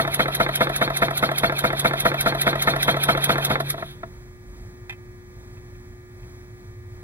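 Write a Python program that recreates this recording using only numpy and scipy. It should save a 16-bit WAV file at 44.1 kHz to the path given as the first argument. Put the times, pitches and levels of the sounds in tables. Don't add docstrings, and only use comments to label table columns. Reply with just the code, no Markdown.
import sys
import numpy as np
from scipy import signal
from scipy.fft import rfft, irfft, next_fast_len
from scipy.io import wavfile
from scipy.ndimage import uniform_filter1d, map_coordinates

SR = 44100
rng = np.random.default_rng(int(sys.argv[2]) if len(sys.argv) > 2 else 0)


def wav_record(signal):
    frames = np.transpose(np.atleast_2d(signal))
    bounded = np.clip(frames, -1, 1)
    quanta = np.round(bounded * 32767).astype(np.int16)
    wavfile.write(sys.argv[1], SR, quanta)


N = 310023

FIRST_S, TURN_S, TURNS = -0.0123, 0.20663, 17
# [t/s, turns past the steady run]
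COAST_TURNS = [(3.601, 0.42), (3.705, .765), (3.78, 1), (3.83, 1.26), (4.03, 1.32)]
# [joint, crank position/turn, level/dB, timing scatter/s]
TURN_KNOCKS = [("stroke", 0, 2.1, .0001), ("valve", .238, -15, .001), ("valve", .304, 1.8, .0002),
               ("rod", .427, -.3, .0007), ("rod", .53, -10.5, .0007), ("valve", .93, -15, 0.00101)]
BEAT_SCATTER_DB = .5
# [joint, t/s, level/dB]
COAST_KNOCKS = [("stroke", 3.5035, .5), ("valve", 3.556, 5.3), ("rod", 3.602, 0), ("rod", 3.7415, -8),
                ("rod", 3.78, -9.5), ("rod", 3.825, -3.5), ("rod", 4.0325, -8)]
# [t/s from the knock's start, level/dB]
STROKE_CONTACTS = [(-.0014, -10.5), (.0002, -1.3), (.0022, 1.1), (.0047, -1), (.0089, -2.7), (.0103, 1.6),
                   (.0117, -4)]
VALVE_LINK_CONTACTS = [(0, 1), (.0037, -13.5)]
ROD_JOINT_CONTACTS = [(0, -4.3), (.003, -2.5)]
# [f/Hz, t60/s, stroke level/dB, valve link level/dB, rod level/dB]
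FRAME_MODES = [(378.6, 0.095, -36.5, -32, -43), (436, 0.062, -36.5, -38, -31.5),
               (526, 0.074, -29, -26.5, -34), (670, 0.02, -37, -51, -22.5), (665, 0.078, -20.5, -34, -24.5),
               (707, 0.04, -45, -33.5, -26), (845, 0.038, -26.5, -24.5, -61), (956, 0.039, -19, -41, -27),
               (1131, 0.028, -33, -34, -19.5), (1230, 0.032, -26, -25, -25),
               (1309, 0.035, -15.5, -30.5, -21), (1391, 0.019, -19, -17, -18.5),
               (1578, 0.02, -38, -19.5, -29), (1756, 0.036, -22, -22, -22), (1815, 0.043, -17, -49, -20),
               (2050, 0.02, -24, -19, -27.5), (2147, 0.014, -16.5, -25, -43), (2190, 0.0083, -57, -43, -84),
               (2800, .02, -101, -54, -61), (3570, 0.027, -51, -29, -36)]
# [f/Hz, t60/s, stroke level/dB, valve link level/dB, rod level/dB]
BENCH_MODES = [(47.7, 0.1, -35, -52, -34), (93, 0.11, -68, -64, -64), (141.6, 0.18, -30, -46, -53),
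               (207.2, 0.13, -25.5, -40, -33), (230, 0.066, -30, -80, -41), (256, 0.1, -26.5, -54, -39),
               (335.3, 0.3, -45, -61, -45)]

SHUT_S = 3.43
BLEED_DB_PER_S = 42
# [opens at/turn, rise/turns per 20 dB, hold/turns, fall/turns per 20 dB, bleed/dB per s,
#  valve hiss level/dB, inlet fizz level/dB, exhaust jet level/dB]
AIR_PUFFS = [(0.002, 0.06, .15, .14, 52, -23.8, -30.5, -48), (.425, .032, 0.014, .048, -3, -30.5, -33, -42),
             (0.639, .17, 0.21, 0.07, 30, -28.5, -48, -35.5), (.759, .055, .008, .045, 18, -36, -43, -16.3)]
# [valve hiss level/dB, inlet fizz level/dB, exhaust jet level/dB]
LEAK_LEVELS = (-39.5, -52.5, -58)
# [f/Hz, relative level/dB per Hz]
HISS_COLOUR = [(300, -31), (950, -19.5), (1400, -6), (2300, -9.5), (3200, 0), (3900, -3), (4500, -14),
               (4850, -18.5), (5200, -19), (7500, -46), (15000, -48)]
INLET_COLOUR = [(600, -26), (1400, -33), (2500, 0.5), (4400, -6), (5200, -4.5), (7600, -10), (9300, -4.5),
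                (10000, 0.5), (10500, 7), (11300, 4), (12600, -0.5), (15500, -10.5)]
JET_COLOUR = [(800, -45), (1350, -5.5), (1700, -10), (3600, -9.5), (4500, -14.5), (5200, -15.5),
              (6500, -18.5), (7400, -20.5), (8700, -16.5), (10000, -11), (11100, -0.5), (12200, -17),
              (13300, -7.5), (15500, -25)]
# [f/Hz, width/Hz, relative level/dB]
WHISTLE_MODES = [(3720, 310, -4.5), (6000, 83, -7), (11060, 580, -3.5)]
# [from/turn, length/turns, start f/Hz, end f/Hz, level/dB]
COLUMN_GLIDES = [(.01, .28, 2400, 2245, -34.5), (.54, .28, 2495, 1750, -30.5)]
# [from/turn, length/turns, start f/Hz, end f/Hz, level/dB]
SLOT_GLIDES = [(.1, .16, 4135, 4455, -33), (.62, .32, 4056, 3405, -34)]
# [t/s, rise/s per 20 dB, hold/s, fall/s per 20 dB, valve hiss level/dB, inlet fizz level/dB]
LAST_SIGH = (3.87, 0.3, .045, .07, -44, -49.5)

# [from t/s, fade/dB per s]
BEARING_FADE = (3.5, 44)
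# [f/Hz, relative level/dB per Hz]
ROUGH_COLOUR = [(25, -16), (48, -12), (80, -6), (140, 1.5), (220, -2.0), (680, -3.0), (950, -5.5),
                (1400, -8), (2400, -12.0), (5000, -51)]
CHANCE_COLOUR = [(25, 1), (50, -15), (200, -2), (700, -6), (2500, -2), (5000, -36)]
DRONE_HZ, DRONE_DB, DRONE_END_S, DRONE_FADE_DB_PER_S = 140.33, -34, 3.65, 54
# [t/s, level/dB]
TICK_TOUCHES = [(4.8955, -25), (4.898, -29.5), (4.9055, -28), (4.9252, -33), (4.932, -39), (5.569, -48),
                (5.75, -49.5), (6.23, -48)]
# [f/Hz, t60/s, level/dB]
TICK_MODES = [(830, 0.029, -11.5), (990, 0.036, -6), (1400, 0.03, -10), (1830, 0.079, -1.5),
              (2050, 0.047, -1), (2404, 0.042, 3), (2580, 0.052, 3), (3100, 0.053, -2), (3500, 0.044, -8),
              (5970, .02, -22), (11300, .04, -18)]

# [t/s, level/dB]
CLOSER = [(0, -1.44), (1.7, -1.44), (2.3, 0), (3.3, 1.7)]
# [delay to left/s, delay to right/s, level/dB]
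SURFACES = [(.0007, .0011, -21), (.0019, .0014, -21), (.0031, .0025, -22)]
# [f/Hz, t60/s]
WALL_DECAY = [(150, 0.21), (1500, 0.04), (10000, 0.066)]
WALLS_DB, SWAYS_PER_S = -12, 4

# [f/Hz, relative level/dB per Hz]
VENT_COLOUR = [(20, -10), (42, 8.5), (62, -1), (105, 1), (140, -6), (220, -9), (300, -15), (480, -21.5),
               (900, -23), (1500, -25.5), (2400, -27.5), (4000, -31.5), (15500, -36)]
# [t/s, level/dB]
RUMBLE_SWELL = [(0, -56), (4.5, -51), (6.5, -48.5), (6.8, -42.5)]
# [f/Hz, relative level/dB per Hz]
RUMBLE_COLOUR = [(40, -21), (70, -2.5), (110, 4.5), (135, -25.5), (220, -38), (1000, -82)]
HUM_HZ = 120.03
# [harmonic number, level/dB]
HUM_HARMONICS = [(1, -54), (2, -64), (3, -49), (4, -72.5), (10, -64.5), (12, -74), (14, -64), (15, -66),
                 (16, -65.5), (17, -67), (18, -70.5), (19, -64), (21, -70.5)]
# [f/Hz, level/dB]
THIN_WHINE = (15734, -68)

# [f/Hz, phase of left behind right/rad, left minus right level/dB]
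PORT_DIFFERENCE = [(60, 0.032, -1), (200, 0.16, 0), (430, 0.5, 0.5), (680, 0.4, 2), (1226, 1.81, 1.5),
                   (1920, 2.035, -3), (3800, 2.608, -0.5), (11000, 2.64, -2)]
# [f/Hz, width/Hz]
MIC_DIPS = [(2840, 606), (2890, 80), (5000, 110)]
TOP_HZ = 15800


def linkage():
    stroke = knocks(blows("stroke"), STROKE_CONTACTS, axis=2)
    valve = knocks(blows("valve"), VALVE_LINK_CONTACTS, axis=3)
    rod = knocks(blows("rod"), ROD_JOINT_CONTACTS, axis=4)
    return stroke + valve + rod


def blows(joint):
    events = []
    for name, turn, db, scatter_s in TURN_KNOCKS:
        if name != joint:
            continue
        for k in range(TURNS):
            s = FIRST_S + (k + turn) * TURN_S + scatter_s * rng.normal()
            events.append((s, db + BEAT_SCATTER_DB * rng.normal()))
    return events + [(s, db) for name, s, db in COAST_KNOCKS if name == joint]


def knocks(events, contacts, axis):
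    out = np.zeros(N)
    for s, db in events:
        steel = ring(FRAME_MODES, axis, seconds=1 / 8, attack=0.00031, scatter_db=1.23)
        for delay, contact_db in contacts:
            late, harder_db = rng.normal(0, [.00004, .6])
            add(out, s + delay + late, amp(db + contact_db + harder_db) * steel)
        bench = ring(BENCH_MODES, axis, seconds=.5, attack=0.0012, scatter_db=0.5)
        add(out, s, amp(db) * bench)
    return out


def ring(modes, axis, seconds, attack, scatter_db):
    t = np.arange(int(seconds * SR)) / SR
    table = np.transpose(modes)[:, :, None]
    strength, detune = rng.standard_normal((2, len(modes), 1))
    level = table[axis] + scatter_db * strength
    hz = table[0] * (1 + .005 * detune)
    decay = amp(level - 60 * t / table[1])
    return np.sum(decay * np.sin(2 * np.pi * hz * t), 0) * (1 - np.exp(-t / attack))


def crank():
    running = [(FIRST_S, 0), (FIRST_S + TURNS * TURN_S, TURNS)]
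    coasting = [(s, TURNS + turns) for s, turns in COAST_TURNS]
    return curve(running + coasting) % 1


def air():
    angle = crank()
    supply = fading(SHUT_S, BLEED_DB_PER_S)
    valve_flow, inlet_flow, jet_flow = flows(angle, supply)
    hiss = valve_flow * patchy(noise(HISS_COLOUR), depth_db=3.0)
    inlet = inlet_flow * amp(1.2 * wobble(90)) * noise(INLET_COLOUR)
    singing = glides(angle, COLUMN_GLIDES, width_hz=200) + glides(angle, SLOT_GLIDES, width_hz=200)
    return hiss + inlet + exhaust(jet_flow) + supply * singing


def flows(angle, supply):
    power = np.outer(amp(LEAK_LEVELS), supply) ** 2
    for opens, rise, hold, fall, bleed, *levels_db in AIR_PUFFS:
        since = (angle - opens + .5) % 1 - .5
        opening = puff(since, rise, hold, fall)
        power = power + np.outer(amp(levels_db), opening * fading(SHUT_S, bleed)) ** 2
    return np.sqrt(power)


def exhaust(jet_flow):
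    flow = jet_flow * amp(0.4 * wobble(60))

    def hole(f):
        return sum(amp(db) * 1j * f * w / (c * c - f * f + 1j * f * w) for c, w, db in WHISTLE_MODES)

    whistle = unit(filtered(rng.standard_normal(N), hole)) * flow ** 2 / flow.max()
    return flow * noise(JET_COLOUR) + amp(-3.5) * whistle


def puff(since, rise, hold, fall):
    before = np.maximum(-since, 0) / rise
    after = np.maximum(since - hold, 0) / fall
    return amp(-20 * (before + after))


def patchy(x, depth_db):
    z = signal.stft(x, nperseg=512)[2]
    field = uniform_filter1d(rng.standard_normal(z.shape), size=3, axis=0)
    field = uniform_filter1d(field, size=4, axis=1)
    return unit(signal.istft(z * amp(depth_db * unit(field)), nperseg=512)[1][:N])


def glides(angle, rows, width_hz):
    out = np.zeros(N)
    for start, length, start_hz, end_hz, db in rows:
        u = np.clip((angle - start) / length, 0, 1)
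        hz = (start_hz + (end_hz - start_hz) * u ** 2) * (1 + .02 * wobble(4.8))
        out += amp(db) * np.sin(np.pi * u) * narrow(hz, width_hz)
    return out


def narrow(hz, width_hz):
    phase = 2 * np.pi * np.cumsum(hz) / SR
    return wobble(width_hz) * np.cos(phase) + wobble(width_hz) * np.sin(phase)


def sigh():
    s, rise, hold, fall, hiss_db, inlet_db = LAST_SIGH
    breath = amp(hiss_db) * noise(HISS_COLOUR) + amp(inlet_db) * noise(INLET_COLOUR)
    return puff(np.arange(N) / SR - s, rise, hold, fall) * breath


def bearings():
    angle = crank()
    surface = noise(ROUGH_COLOUR)
    repeating = map_coordinates(surface, [SR + angle * TURN_S * SR])
    load_db = 3.3 * np.cos(2 * np.pi * (angle - .2))
    rumble = amp(-41.5) * noise(CHANCE_COLOUR)
    return fading(*BEARING_FADE) * amp(load_db) * (amp(-32.5) * repeating + rumble)


def drone():
    t = np.arange(N) / SR - FIRST_S
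    level = fading(DRONE_END_S, DRONE_FADE_DB_PER_S) * amp(DRONE_DB + 0.61 * wobble(19))
    return np.sqrt(2) * level * np.sin(2 * np.pi * DRONE_HZ * t)


def tick():
    t, out = np.arange(SR // 8) / SR, np.zeros(N)
    for s, db in TICK_TOUCHES:
        metal = ring(TICK_MODES, axis=2, seconds=1 / 8, attack=.0003, scatter_db=1.2)
        crack = amp(db - 12 - 60 * t / 0.017) * rng.standard_normal(len(t))
        add(out, s, amp(db - 3.5) * metal)
        add(out, s, crack)
    return out


def fading(start_s, db_per_s):
    return amp(curve(CLOSER) - db_per_s * np.maximum(np.arange(N) / SR - start_s, 0))


def nearby(x):
    def echoes(hz):
        return sum(amp(db) * np.exp(-2j * np.pi * np.outer([left, right], hz))
                   for left, right, db in SURFACES)

    return filtered(x, echoes)


def walls(x):
    hz, t, z = signal.stft(rng.standard_normal((2, SR // 2)), SR, nperseg=256)
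    decay = amp(-60 * t / along(WALL_DECAY, hz)[:, None])
    tail = signal.istft(z * decay, SR, nperseg=256)[1]
    tail = np.pad(tail, ((0, 0), (SR // 200, 0)))
    return signal.fftconvolve(x[None], tail / np.linalg.norm(tail[0]), axes=1)[:, :N]


def reflections(engine):
    above_bass = filtered(engine, lambda hz: hz ** 2 / (hz ** 2 + 400 ** 2))
    sway = 2 * wobble(SWAYS_PER_S)
    far = walls(above_bass * np.cos(sway)) + walls(above_bass * np.sin(sway))
    return nearby(above_bass) + amp(WALLS_DB) * far


def ventilation():
    vent = amp(-44.5 + 1.6 * wobble(6.6)) * noise(VENT_COLOUR)
    return vent + amp(curve(RUMBLE_SWELL)) * noise(RUMBLE_COLOUR)


def diffuse_air():
    pair = np.array([noise(VENT_COLOUR), noise(VENT_COLOUR)])
    return amp(-51.5) * filtered(pair, lambda hz: hz / np.hypot(hz, 60))


def hum():
    t = np.arange(N) / SR
    phase = 2 * np.pi * HUM_HZ * t + 0.018 * wobble(1.85)
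    lines = sum(amp(db) * np.sin(round(k) * phase + rng.uniform(0, 2 * np.pi)) for k, db in HUM_HARMONICS)
    whine_hz, whine_db = THIN_WHINE
    whine = amp(whine_db) * np.sin(2 * np.pi * whine_hz * t)
    return np.sqrt(2) * (lines + whine) * amp(.6 * wobble(3))


def ports(x):
    def half(hz):
        gain = amp(along(PORT_DIFFERENCE, hz, axis=2) / 2)
        return gain * np.exp(-.5j * along(PORT_DIFFERENCE, hz))

    return filtered(x, lambda hz: np.array([half(hz), 1 / half(hz)]))


def amp(db):
    return 10 ** (np.asarray(db) / 20)


def unit(x):
    return x / np.sqrt(np.mean(x ** 2) + 1e-20)


def along(points, hz, axis=1):
    table = np.transpose(points)
    return np.interp(np.log(hz + 1), np.log(table[0] + 1), table[axis])


def curve(rows):
    return np.interp(np.arange(N) / SR, *np.transpose(rows))


def wobble(rate):
    knots = rng.standard_normal(int(N * rate / SR) + 4)
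    return map_coordinates(knots, [np.arange(N) * rate / SR])


def filtered(x, response):
    m = next_fast_len(N + SR // 2)
    return irfft(rfft(x, m) * response(np.fft.rfftfreq(m, 1 / SR)), m)[..., :N]


def noise(spectrum):
    return unit(filtered(rng.standard_normal(N), lambda hz: amp(along(spectrum, hz))))


def add(track, s, sound):
    start = round(s * SR)
    part = sound[max(-start, 0):N - start]
    track[max(start, 0):][:len(part)] += part


def scene():
    engine = linkage() + air() + sigh() + bearings() + drone() + tick()
    direct = ports(engine + ventilation() + hum())
    return direct + reflections(engine) + diffuse_air()


def record(dry):
    def dips(f):
        return np.prod([(c * c - f * f) / (c * c - f * f + 1j * f * w) for c, w in MIC_DIPS], axis=0)

    def bass_cut(f):
        return f ** 3 / np.hypot(f ** 3, 36 ** 3)

    return filtered(dry, lambda hz: bass_cut(hz) * dips(hz) * (hz < TOP_HZ))


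dry = scene()
out = record(dry)
wav_record(out)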